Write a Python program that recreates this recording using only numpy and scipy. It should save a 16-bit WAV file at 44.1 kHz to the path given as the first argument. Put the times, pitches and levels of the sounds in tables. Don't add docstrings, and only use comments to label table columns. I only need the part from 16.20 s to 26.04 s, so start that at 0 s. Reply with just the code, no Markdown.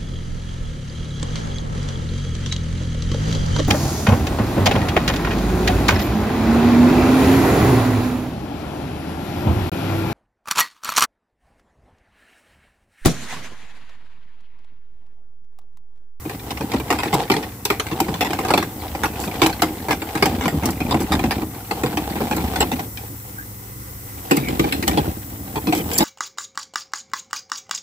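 import sys
import numpy as np
from scipy import signal
from scipy.fft import rfft, irfft, next_fast_len
from scipy.io import wavfile
from scipy.ndimage import uniform_filter1d, map_coordinates

SR = 44100
rng = np.random.default_rng(int(sys.argv[2]) if len(sys.argv) > 2 else 0)


def wav_out(sig):
    wavfile.write(sys.argv[1], SR, np.round(np.clip(np.atleast_2d(sig).T, -1, 1) * 32767).astype(np.int16))


N = 433944


def gain_of(db):
    return 10 ** (np.asarray(db) / 20)


def evened(x):
    return x / np.sqrt(np.mean(x ** 2) + 1e-20)


def steadied(x, seconds):
    power = uniform_filter1d(np.mean(x ** 2, 0), size=int(seconds * SR))
    return x / np.sqrt(np.maximum(power, 0) + power.mean() / 20)


def read(points, hz):
    f, value = np.transpose(points)
    return np.interp(np.log(hz + 1), np.log(f + 1), value)


def curve(rows, order=1):
    rows = np.asarray(rows)
    return np.interp(np.arange(N) / SR, rows[:, 0], rows[:, order])


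def add(mix, s, sound):
    part = mix[:, max(round(s * SR), 0):][:, :sound.shape[1]]
    part += sound[:, :part.shape[1]]


def drift(rate_hz):
    hz = np.fft.rfftfreq(N // 64, 64 / SR)
    spectrum = rfft(rng.standard_normal(N // 64)) / (1 + (hz / rate_hz) ** 4)
    slow = evened(irfft(spectrum))
    return np.interp(np.arange(N) / 64, np.arange(len(slow)), slow)


# frequency in Hz, likeness from 0 to 1.
SAME = [(100, 0.99), (350, 0.99), (600, 0.82), (800, 1), (1200, 0.41), (2200, 0.22), (4000, 0.15),
        (15000, 0)]


def radiate(force, spectrum, ripple=0):
    length = force.shape[-1]
    size = 2 * next_fast_len((length + 1) // 2)
    bins = size // 2 + 1
    hz = abs(np.fft.fftfreq(size, 1 / SR))
    log_gain = np.log(gain_of(read(spectrum, hz) + ripple))
    body = np.exp(np.conj(signal.hilbert(log_gain)))[..., :bins]
    same = np.clip(read(SAME, hz[:bins]), 0, 1)
    mid, side = rfft(force, size) * body
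    mid, side = mid * np.sqrt(1 + same), side * np.sqrt(1 - same)
    return irfft(np.array([mid + side, mid - side]), size)[..., :length]


def grains(per_s, spread_db):
    size = gain_of(spread_db * np.minimum(rng.exponential(1, N), 4))
    happens = rng.random(N) < per_s / SR
    return evened(rng.standard_normal((2, N)) * size * happens)


SPOT_DB, SPOT_WIDTH_HZ = 5.8, 85


def spot(count, size, depth_db):
    hz = abs(np.fft.fftfreq(size, 1 / SR))
    place = np.sqrt(hz * 1000) / SPOT_WIDTH_HZ
    heights = np.clip(rng.standard_normal((count, 256)), -1.7, 1.7)
    step = place.astype(int)
    blend = np.sin(np.pi / 2 * (place % 1)) ** 2
    return depth_db * (heights[:, step] * (1 - blend) + heights[:, step + 1] * blend)


BOUNCES_PER_S = 220


def bounces(count, size):
    at = np.cumsum(rng.uniform(.3, 1.7, (count, 64)), axis=1) * SR / BOUNCES_PER_S
    hits = np.zeros((count, size))
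    np.put_along_axis(hits, np.minimum(at.astype(int), size - 1), rng.uniform(0.74, 1, at.shape), 1)
    return evened(signal.lfilter([1], [1, -np.exp(-1000 / SR)], hits))


# pitch in Hz, level in dB around which the tone wavers.
HUM = [(105.6, -41), (126.6, -46.5), (193.6, -49)]
# frequency in Hz, relative strength in dB per Hz.
DRONE = [(20, -6), (40, -8.5), (62, 2), (90, -3.5), (140, -5.5), (165, -26.5), (290, -8), (420, -18),
         (520, -13.5), (630, -55), (820, -21), (1000, -18), (1400, -20.5), (1750, -26.5), (2000, -17.5),
         (2300, -28), (3200, -31), (6000, -27)]


def vacuum():
    t = np.arange(N) / SR
    tones = 0
    for hz, db in HUM:
        strength = gain_of(db + .8 * drift(rate_hz=3.9))
        tones = tones + strength * np.sin(2 * np.pi * hz * t + 0.24 * drift(rate_hz=7.4))
    drone_level = gain_of(-38.0 + drift(rate_hz=4.5))
    drone = drone_level * evened(radiate(rng.standard_normal((2, N)), DRONE))
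    return np.sqrt(2) * tones + drone


# time in seconds, relative level in dB.
AIR = [(0, -41), (1.4, -42), (2.6, -37.5), (5, -38.5), (6.4, -34), (7.5, -38.5), (8.6, -34.5), (9.3, -36.5),
       (9.84, -29.5)]
# frequency in Hz, relative strength in dB per Hz.
HISS = [(2500, -65), (5500, -3), (6700, -6.5), (7800, 1), (9500, -3.5), (11200, -0.5), (12700, 5),
        (15400, 7)]


def air(echo_ms=0.444, sway=0.08):
    hiss = radiate(rng.standard_normal((2, N)), HISS)
    top = signal.sosfilt(signal.butter(4, 11000, "high", fs=SR, output="sos"), hiss)
    sways = drift(rate_hz=.4) + .15 * drift(rate_hz=3)
    late = np.arange(N) - SR * echo_ms / 1000 * (1 + sway * sways)
    echo = np.array([map_coordinates(ear, [late], order=3) for ear in top])
    heard = hiss + .28 * echo
    return evened(heard) * gain_of(curve(AIR) + 2.5) * gain_of([[.6], [-.6]])


SETTLE_S = 0.031


def jolts():
    kicks = np.zeros(N)
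    for s, force_db, *_ in KNOCKS:
        kicks[round(s * SR)] = gain_of(force_db) ** 2
    return np.sqrt(signal.lfilter([1], [1, -np.exp(-2 / (SETTLE_S * SR))], kicks))


TAPS_PER_S, TAP_RISE_S, TAP_RING_S = 85, .001, .008


def rattle():
    count = round(TAPS_PER_S * N / SR)
    t = np.arange(2048) / SR
    swell_and_fade = np.exp(-t / TAP_RING_S) * (1 - np.exp(-t / TAP_RISE_S))
    scuffs = rng.standard_normal((2, count, len(t))) * swell_and_fade
    taps = radiate(scuffs, ROD, spot(count, len(t), SPOT_DB))
    out = np.zeros((2, N))
    for k, (when, size) in enumerate(rng.random((count, 2))):
        add(out, when * N / SR, size ** 2 * evened(taps[:, k]))
    return steadied(out, 0.34)


WORKING_DB = -32
TUMBLE_DB, TUMBLE_SLOPE = -31.5, 2.23
SCRAPE_DB, SCRAPE_SLOPE = -30.5, 1.26
JOLT_THUMP_DB, JOLT_SCRAPE_DB = -15, -5
# time in seconds, tumbling activity in dB, bristle scraping activity in dB.
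BRUSH = [(0.0, -51, -44), (0.16, -33.5, -37.5), (0.51, -31, -35.5), (1.0, -35, -29.5), (1.27, -33.5, -37.5),
         (1.54, -39.5, -50), (1.67, -33, -35), (2.03, -33, -33), (2.27, -31.5, -35), (2.48, -33, -38),
         (3.19, -31.5, -32), (3.75, -33, -38.5), (3.91, -33.5, -33), (4.21, -28.5, -31.5), (4.56, -29, -35),
         (4.94, -27.5, -33), (5.11, -28.5, -31.5), (5.27, -32.5, -42.5), (5.51, -36, -35.5),
         (5.73, -30.5, -32.5), (6.43, -29, -31), (6.75, -36.5, -43), (7.75, -40.5, -49), (8.16, -36.5, -34),
         (8.29, -29.5, -34.5), (8.67, -29.5, -32.5), (8.81, -26, -31.5), (8.99, -34, -41.5),
         (9.27, -33.5, -41), (9.7, -31, -34)]
# frequency in Hz, relative strength in dB per Hz.
TUMBLE = [(20, -32), (40, -7), (52, -15), (66, 4.5), (82, 3.5), (95, -1), (125, -8.5), (200, -1), (310, -2),
          (440, -20.5), (600, -14.5), (1200, -47)]
# frequency in Hz, relative strength in dB per Hz.
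SCRAPE = [(250, -7.5), (450, 8.5), (590, -3), (775, 10), (970, 1), (1350, -7.5), (2300, -12.5), (3000, -9),
          (5500, -16.5), (6800, -21), (7520, -14.5), (8600, -20), (15000, -30)]


def brush():
    shake = jolts()
    tumble_db = TUMBLE_DB + TUMBLE_SLOPE * (curve(BRUSH, order=1) - WORKING_DB)
    scrape_db = SCRAPE_DB + SCRAPE_SLOPE * (curve(BRUSH, order=2) - WORKING_DB)
    tumble = np.hypot(gain_of(tumble_db), gain_of(JOLT_THUMP_DB) * shake)
    scrape = np.hypot(gain_of(scrape_db), gain_of(JOLT_SCRAPE_DB) * shake)
    sweep = drift(rate_hz=8.1)
    bumps = grains(per_s=170, spread_db=1)
    strokes = grains(per_s=1500, spread_db=1)
    thumps = steadied(radiate(bumps, TUMBLE) * gain_of(1.0 * sweep), 0.3)
    bristles = steadied(radiate(strokes, SCRAPE) * gain_of(3.2 * sweep), 0.31)
    return thumps * tumble + (bristles + gain_of(-9) * rattle()) * scrape


IMPACT_S = .0007


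def struck(starts, levels_db, drags, spectrum, ticks, ripple, ring_s, tail_s, tail_db,
           chatter, impact, tilt=0):
    t = np.arange(ticks.shape[1]) / SR
    drags, chatter = np.maximum(drags[:, None], 1e-4), np.clip(chatter, 0, 1)
    draws = rng.standard_normal((len(starts), 2, len(t))).transpose(1, 0, 2)
    contact = np.exp(-np.maximum(t - drags, 0) / ring_s)
    contact = contact * np.sqrt(1 - chatter + chatter * ticks ** 2)
    echo = gain_of(tail_db) * np.exp(-t / tail_s)
    force = draws * ((1 - np.exp(-t / .0012)) ** 2 * (contact + echo))
    blow = draws[..., ::-1] * (t ** 2 * np.exp(-t / IMPACT_S))
    force_size = np.linalg.norm(force, axis=2, keepdims=True)
    force = force + impact * blow * force_size / np.linalg.norm(blow, axis=2, keepdims=True)
    hz = np.clip(abs(np.fft.fftfreq(len(t), 1 / SR)), spectrum[0][0], spectrum[-1][0])
    rings = radiate(force, spectrum, ripple + np.outer(tilt, np.log2(hz)))
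    rings = rings * np.minimum(4 * (1 - t / t[-1]), 1)
    strength = np.sqrt(np.mean(rings[..., :SR // 50] ** 2, axis=(0, 2)))
    out = np.zeros((2, N))
    for k, s in enumerate(starts):
        add(out, s, rings[:, k] * gain_of(levels_db[k]) / strength[k])
    return out


BOUNCE_SHARE = 0.87
NOTE_WANDER = .06


def sounded(starts, levels_db, drags, pitches_hz, ring_cycles, rise_cycles):
    t = np.arange(4096) / SR
    out = np.zeros((2, N))
    for s, db, drag, hz in zip(starts, levels_db, drags, pitches_hz):
        gap, size, shift = rng.uniform(-1, 1, (3, 20))
        times = np.append(0, np.cumsum(1 + gap / 2) / BOUNCES_PER_S)
        sizes = np.append(1, BOUNCE_SHARE * (1 + size / 2))
        notes_hz = hz * np.append(1, 1 + NOTE_WANDER * shift)
        apart = np.arccos(np.clip(read(SAME, hz), 0, 1)) * rng.choice([-1, 1]) / 2
        note = np.zeros((2, len(t)))
        for at, strength, note_hz in zip(times[times <= abs(drag)], sizes, notes_hz):
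            cycles = note_hz * t[hz * t < 10 * ring_cycles]
            fade = np.exp(-cycles / ring_cycles) * (1 - np.exp(-cycles / rise_cycles))
            ring = np.sin(2 * np.pi * cycles + [[apart], [-apart]]) * fade
            add(note, at, strength * ring)
        heard_rms = np.sqrt(np.mean(note[:, t < max(drag, .02)] ** 2))
        add(out, s, note * gain_of(db) / heard_rms)
    return out


BOOM_DB, CLANG_DB, CLACK_DB, TICK_DB, HOLLOW_DB = -2, -1.5, -5.5, -9.5, -1.5
BOOM_SLOPE, CLANG_SLOPE, CLACK_SLOPE, TICK_SLOPE, HOLLOW_SLOPE = -1.09, 0.064, 1, 0.96, -0.12
AWAY_DB_PER_MS = -19.5
DUCT_TILT, ROD_TILT = 0.32, 0.094
DUCT_TILT_START, DUCT_TILT_PER_S = 1.74, -0.18
TICK_TILT = -5
# start in seconds, relative force in dB,
# hardness in dB (plus is a dry clack, minus a dull boom), time it drags in contact in seconds,
# hollow note of the spot that is hit in Hz, note of the rod in Hz.
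KNOCKS = [(0.052, -35, -8.0, 0.014, 316, 2450), (0.095, -36, 7.5, 0.001, 392, 1770),
          (0.306, -29.5, 4, 0.013, 754, 3850), (0.372, -37, 5.5, 0.006, 795, 2030),
          (0.408, -28, -4.5, 0.0065, 276, 2480), (0.517, -39.5, 14.5, 0.0022, 340, 4000),
          (0.536, -23, -8, 0.0082, 275, 1900), (0.598, -31, 1, 0.0054, 442, 2510),
          (0.703, -18, 0, 0.0098, 804, 1910), (0.725, -26, 5, 0.0011, 910, 1920),
          (0.787, -27, 4, 0.024, 980, 2530), (0.832, -25.5, 5, 0.0012, 790, 2200),
          (0.857, -27.5, -6, 0.001, 830, 2330), (0.928, -19.5, -2, 0.014, 793, 2040),
          (0.947, -24, -3, 0.0024, 980, 3880), (0.997, -31, -2, 0.0054, 720, 1950),
          (1.099, -16, -2, 0.0046, 384, 2400), (1.116, -21, 4, 0.0077, 316, 2350),
          (1.138, -26, 2.5, 0.0037, 306, 1850), (1.165, -24.5, -0.5, 0.0034, 426, 3330),
          (1.227, -33.5, 5, 0.011, 505, 2430), (1.453, -26, 7, 0.0033, 417, 3730),
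          (1.501, -18, 2, 0.0032, 405, 2500), (1.597, -25, 7, 0.0061, 432, 3080),
          (1.666, -41.5, 14, 0.003, 1050, 2800), (1.713, -27, -4, 0.02, 334, 2750),
          (1.802, -19, -3, 0.0013, 915, 2300), (1.883, -28.5, -7.5, 0.0071, 425, 1690),
          (1.94, -29, 2.5, 0.002, 169, 3350), (2.008, -19, 3.5, 0.024, 796, 2670),
          (2.047, -26, 2, 0.024, 930, 2050), (2.105, -26, -2, 0.004, 329, 2340),
          (2.131, -26.5, 3.5, 0.0015, 740, 2150), (2.188, -24, -1.5, 0.0015, 800, 2120),
          (2.211, -35.5, 4, 0.002, 780, 2090), (2.248, -25, -1.5, 0.0034, 770, 1220),
          (2.283, -25.5, 1.5, 0.013, 820, 1240), (2.304, -17.5, -1, 0.0071, 835, 1250),
          (2.337, -15, 0, 0.0025, 724, 2590), (2.376, -17.5, 0.5, 0.0021, 877, 2650),
          (2.426, -28.5, 3, 0.0026, 1090, 2000), (2.652, -39.5, -4, 0.0045, 725, 3100),
          (2.749, -29.5, -2, 0.006, 786, 2330), (2.834, -20, 2.5, 0.014, 856, 1427),
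          (2.855, -26, 3, 0.0049, 850, 1440), (3.037, -32.5, 3, 0.0027, 320, 1460),
          (3.075, -28, -4.5, 0.0045, 312, 2520), (3.217, -13.5, 1, 0.012, 308, 2260),
          (3.234, -21.5, 3.5, 0.017, 327, 2260), (3.261, -19, 2.0, 0.003, 315, 3000),
          (3.296, -28, 0.5, 0.006, 806, 2300), (3.327, -39.5, 13, 0.004, 320, 2000),
          (3.42, -17, 0, 0.0036, 750, 3030), (3.43, -21.5, 0, 0.0037, 766, 1260),
          (3.684, -23.5, -2, 0.023, 920, 1610), (3.708, -20.5, 4.5, 0.014, 843, 1680),
          (3.727, -23.5, 1.5, 0.003, 316, 1580), (3.818, -29, 1.0, 0.0045, 324, 2720),
          (3.952, -23.5, -0.5, 0.0024, 304, 1610), (3.974, -30.5, 4, 0.001, 302, 1650),
          (4.024, -14.5, 2.5, 0.0036, 399, 2190), (4.056, -18, -4.5, 0.0011, 295, 2270),
          (4.209, -26.5, 0.5, 0.028, 262, 2170), (4.255, -21, -3.5, 0.0066, 221, 2260),
          (4.279, -22.5, 2, 0.0011, 750, 2220), (4.324, -37, -14.5, 0.018, 220, 2700),
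          (4.433, -30.5, 2, 0.003, 910, 2150), (4.455, -27, -4, 0.0023, 255, 2750),
          (4.488, -27, -5, 0.008, 287, 2000), (4.603, -26.5, -1.5, 0.015, 308, 2440),
          (4.709, -20, -0.5, 0.018, 820, 3560), (4.743, -20, -6.5, 0.0049, 720, 2200),
          (4.805, -29, -5.5, 0.025, 347, 1620), (4.92, -22, 4.5, 0.02, 840, 3760),
          (4.951, -27, 1, 0.0036, 770, 3700), (4.992, -26.5, 0.5, 0.0068, 764, 2430),
          (5.038, -21, -6, 0.0019, 227, 2070), (5.108, -23, 5.5, 0.017, 770, 1690),
          (5.181, -32.5, -7, 0.0027, 196, 2400), (5.218, -28.5, -6, 0.003, 266, 1910),
          (5.51, -23.0, -0.5, 0.0032, 855, 2030), (5.634, -21, -4.5, 0.0044, 308, 1850),
          (5.66, -30, 1, 0.003, 780, 3550), (5.955, -30, -3.5, 0.018, 796, 1900),
          (5.771, -21.5, -0.5, 0.0051, 314, 2340), (6.004, -26, -6.5, 0.015, 237, 1790),
          (6.111, -23, -0.5, 0.022, 807, 2440), (6.166, -25.5, -5.5, 0.013, 169, 1380),
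          (6.243, -38, 3, 0.004, 810, 2880), (6.358, -26.5, 5.5, 0.0021, 754, 1490),
          (6.406, -17, 1.0, 0.025, 802, 2870), (6.516, -25, -0.5, 0.022, 257, 2700),
          (6.593, -28.5, -0.5, 0.0059, 796, 1500), (6.772, -41.5, 12.5, 0.0022, 250, 3100),
          (8.11, -13, -1, 0.009, 285, 1895), (8.17, -21, -4.5, 0.0062, 320, 2120),
          (8.284, -24, -2, 0.0035, 256, 2280), (8.394, -17, -1.5, 0.0043, 330, 2010),
          (8.441, -24, -3.5, 0.0073, 785, 2330), (8.523, -23, 7, 0.001, 272, 2210),
          (8.625, -24.5, 2.5, 0.012, 342, 2000), (8.678, -19.5, 1.5, 0.0051, 786, 3130),
          (8.712, -27, -1.5, 0.0067, 322, 2340), (8.773, -18, -4, 0.019, 824, 3330),
          (9.357, -26, -3, 0.027, 843, 2470), (9.47, -22.5, -5, 0.024, 300, 2500),
          (9.524, -19.5, -0.5, 0.013, 730, 2350), (9.549, -26.5, -1, 0.064, 322, 2420),
          (9.714, -32.5, 6, 0.09, 466, 2420), (9.788, -23.5, 0, 0.014, 337, 3600),
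          (9.805, -18, -2, 0.023, 820, 3760)]
# frequency in Hz, relative strength in dB per Hz.
DUCT = [(60, -51.5), (130, 1.5), (200, 0.5), (250, 0), (315, 6.5), (365, -1), (440, -3), (560, -8),
        (900, -42)]
HOOD = [(400, -26), (600, -11), (700, -1.5), (775, 3.5), (890, -2), (970, 2.5), (1100, -1), (1300, -5.5),
        (2000, -32.5)]
ROD = [(900, -14.5), (1350, -1), (1520, 3), (1660, 2), (1800, 3), (2170, 3), (2470, 3), (2900, -4.5),
       (3150, -5.5), (3400, -3), (4200, -4.5), (6500, -21.5)]
COUPLING = [(3000, -29), (4600, -2), (5500, -4), (6100, -1), (6800, -8.5), (7250, -2.5), (7520, 4.5),
            (7900, -1.5), (8600, -7), (10500, -4.5), (15500, -2)]
# multiple of the rod's note, level in dB relative to the force at zero hardness.
ROD_NOTES = [(1, -7.5), (1.32, -12)]


def knocks():
    starts, force_db, hard_db, drags, hollow_hz, rod_hz = np.transpose(KNOCKS)
    away_db = AWAY_DB_PER_MS * np.interp(starts, *np.transpose(TURN))
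    duct_tilt = DUCT_TILT_START + DUCT_TILT_PER_S * starts + DUCT_TILT * hard_db
    ticks = bounces(len(starts), size=8192)
    ripple = spot(*ticks.shape, SPOT_DB)
    chatter, impact = .6, .7

    boom_db = force_db + BOOM_DB + BOOM_SLOPE * hard_db
    boom = struck(starts, boom_db, drags, DUCT, ticks, ripple / 2, ring_s=0.011, tail_s=0.097,
                  tail_db=-11, chatter=0, impact=0.38, tilt=duct_tilt)
    clang_db = force_db + CLANG_DB + CLANG_SLOPE * hard_db + away_db
    clang = struck(starts, clang_db, drags, HOOD, ticks, ripple, ring_s=0.012, tail_s=0.018,
                   tail_db=-14, chatter=chatter / 2, impact=impact)
    clack_db = force_db + CLACK_DB + CLACK_SLOPE * hard_db
    clack = struck(starts, clack_db, drags, ROD, ticks, ripple, ring_s=.006, tail_s=.035,
                   tail_db=-7, chatter=chatter, impact=impact, tilt=ROD_TILT * hard_db)
    tick_db = force_db + TICK_DB + TICK_SLOPE * hard_db
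    tick = struck(starts, tick_db, drags, COUPLING, ticks, ripple, ring_s=.004, tail_s=.025,
                  tail_db=-4, chatter=chatter, impact=impact, tilt=TICK_TILT)
    hollow_db = force_db + HOLLOW_DB + HOLLOW_SLOPE * hard_db
    hollow = sounded(starts, hollow_db, drags, hollow_hz, ring_cycles=5.1, rise_cycles=0.64)
    rod = 0
    for ratio, db in ROD_NOTES:
        note_db = force_db + db + .55 * hard_db
        rod = rod + sounded(starts, note_db, drags, ratio * rod_hz, ring_cycles=8, rise_cycles=9.6)
    return boom + clang + clack + tick + hollow + rod


CLINK_DB = 0.5
# start in seconds, relative level in dB, time it drags in contact in seconds.
CLINKS = [(0.938, -22.5, 0.007), (1.451, -20.5, 0.0023), (1.801, -21.5, 0.0012), (3, -29, 0.065),
          (3.264, -22.5, .002), (3.419, -21, .002), (4.056, -22.5, .001), (4.455, -22, 0.0027),
          (4.505, -29.5, 0.0011), (4.803, -29.5, 0.031), (6.163, -28, 0.0053), (6.405, -25, 0.01),
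          (8.11, -22.5, 0.007), (8.166, -23, 0.0035), (8.677, -19, 0.00085), (9.549, -27, 0.043),
          (9.732, -23.5, 0.014), (9.778, -17.5, 0.004), (9.783, -13, 0.0037)]


def clinks():
    starts, levels_db, drags = np.transpose(CLINKS)
    ticks = bounces(len(starts), size=4096)
    ripple = spot(*ticks.shape, SPOT_DB / 2)
    return struck(starts, levels_db + CLINK_DB, drags, COUPLING, ticks, ripple, ring_s=.0035,
                  tail_s=0.017, tail_db=-11.0, chatter=.5, impact=.5)


# start in seconds, length in seconds, first pitch in Hz,
# last pitch in Hz, width of each of two stacked resonances in Hz, level in dB before fading in and out.
RUBS = [(2.585, 0.069, 5100, 3070, 400, -43.5), (4.594, 0.049, 2500, 2370, 260, -34),
        (4.646, 0.033, 2400, 2430, 220, -37), (6.398, 0.026, 7800, 7380, 210, -20),
        (7.169, 0.076, 1480, 1750, 180, -34), (8.129, 0.11, 2500, 2080, 330, -40),
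        (8.205, 0.102, 2390, 2170, 340, -35), (9.69, 0.16, 7400, 7300, 330, -29.5)]


def rubs():
    out = np.zeros((2, N))
    for s, length, start_hz, end_hz, width, db in RUBS:
        fade = signal.windows.tukey(max(round(length * SR), 64), .7)
        pole = np.exp(-np.pi * max(width, 30) / SR)
        slips = bounces(1, size=SR // 2) * rng.standard_normal((2, SR // 2))
        slips = slips[:, :len(fade)] + 0j
        slips = signal.lfilter([1], np.poly([pole, pole]), slips)
        pitch_hz = np.linspace(start_hz, end_hz, len(fade))
        turn = np.exp(2j * np.pi * np.cumsum(pitch_hz) / SR)
        both_ears = slips + slips[::-1] / 2
        add(out, s, gain_of(db) * fade * evened((both_ears * turn).real))
    return out


# time in seconds, delay of the sound at the left ear in milliseconds.
TURN = [(0, 0.054), (4.2, 0.034), (5.2, 0.061), (6.4, 0.15), (7.2, 0.32), (8.5, 0.427), (9.2, 0.26),
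        (9.84, 0.25)]


def scene():
    left, right = vacuum() + air() + brush() + knocks() + clinks() + rubs()
    late = np.arange(N) - SR * curve(TURN) / 1000
    left = map_coordinates(left, [late], order=5)
    return np.array([left * gain_of(-0.17), right * gain_of(-0.5)])


def record(dry):
    thinned = signal.sosfilt(signal.butter(3, 34, "high", fs=SR, output="sos"), dry)
    rounded = thinned / (1 + thinned ** 6) ** (1 / 6)
    low_pass = signal.firwin(511, 15600, window=("kaiser", 9), fs=SR)
    return signal.oaconvolve(rounded, low_pass[None], "same")


dry = scene()
out = record(dry)
wav_out(out)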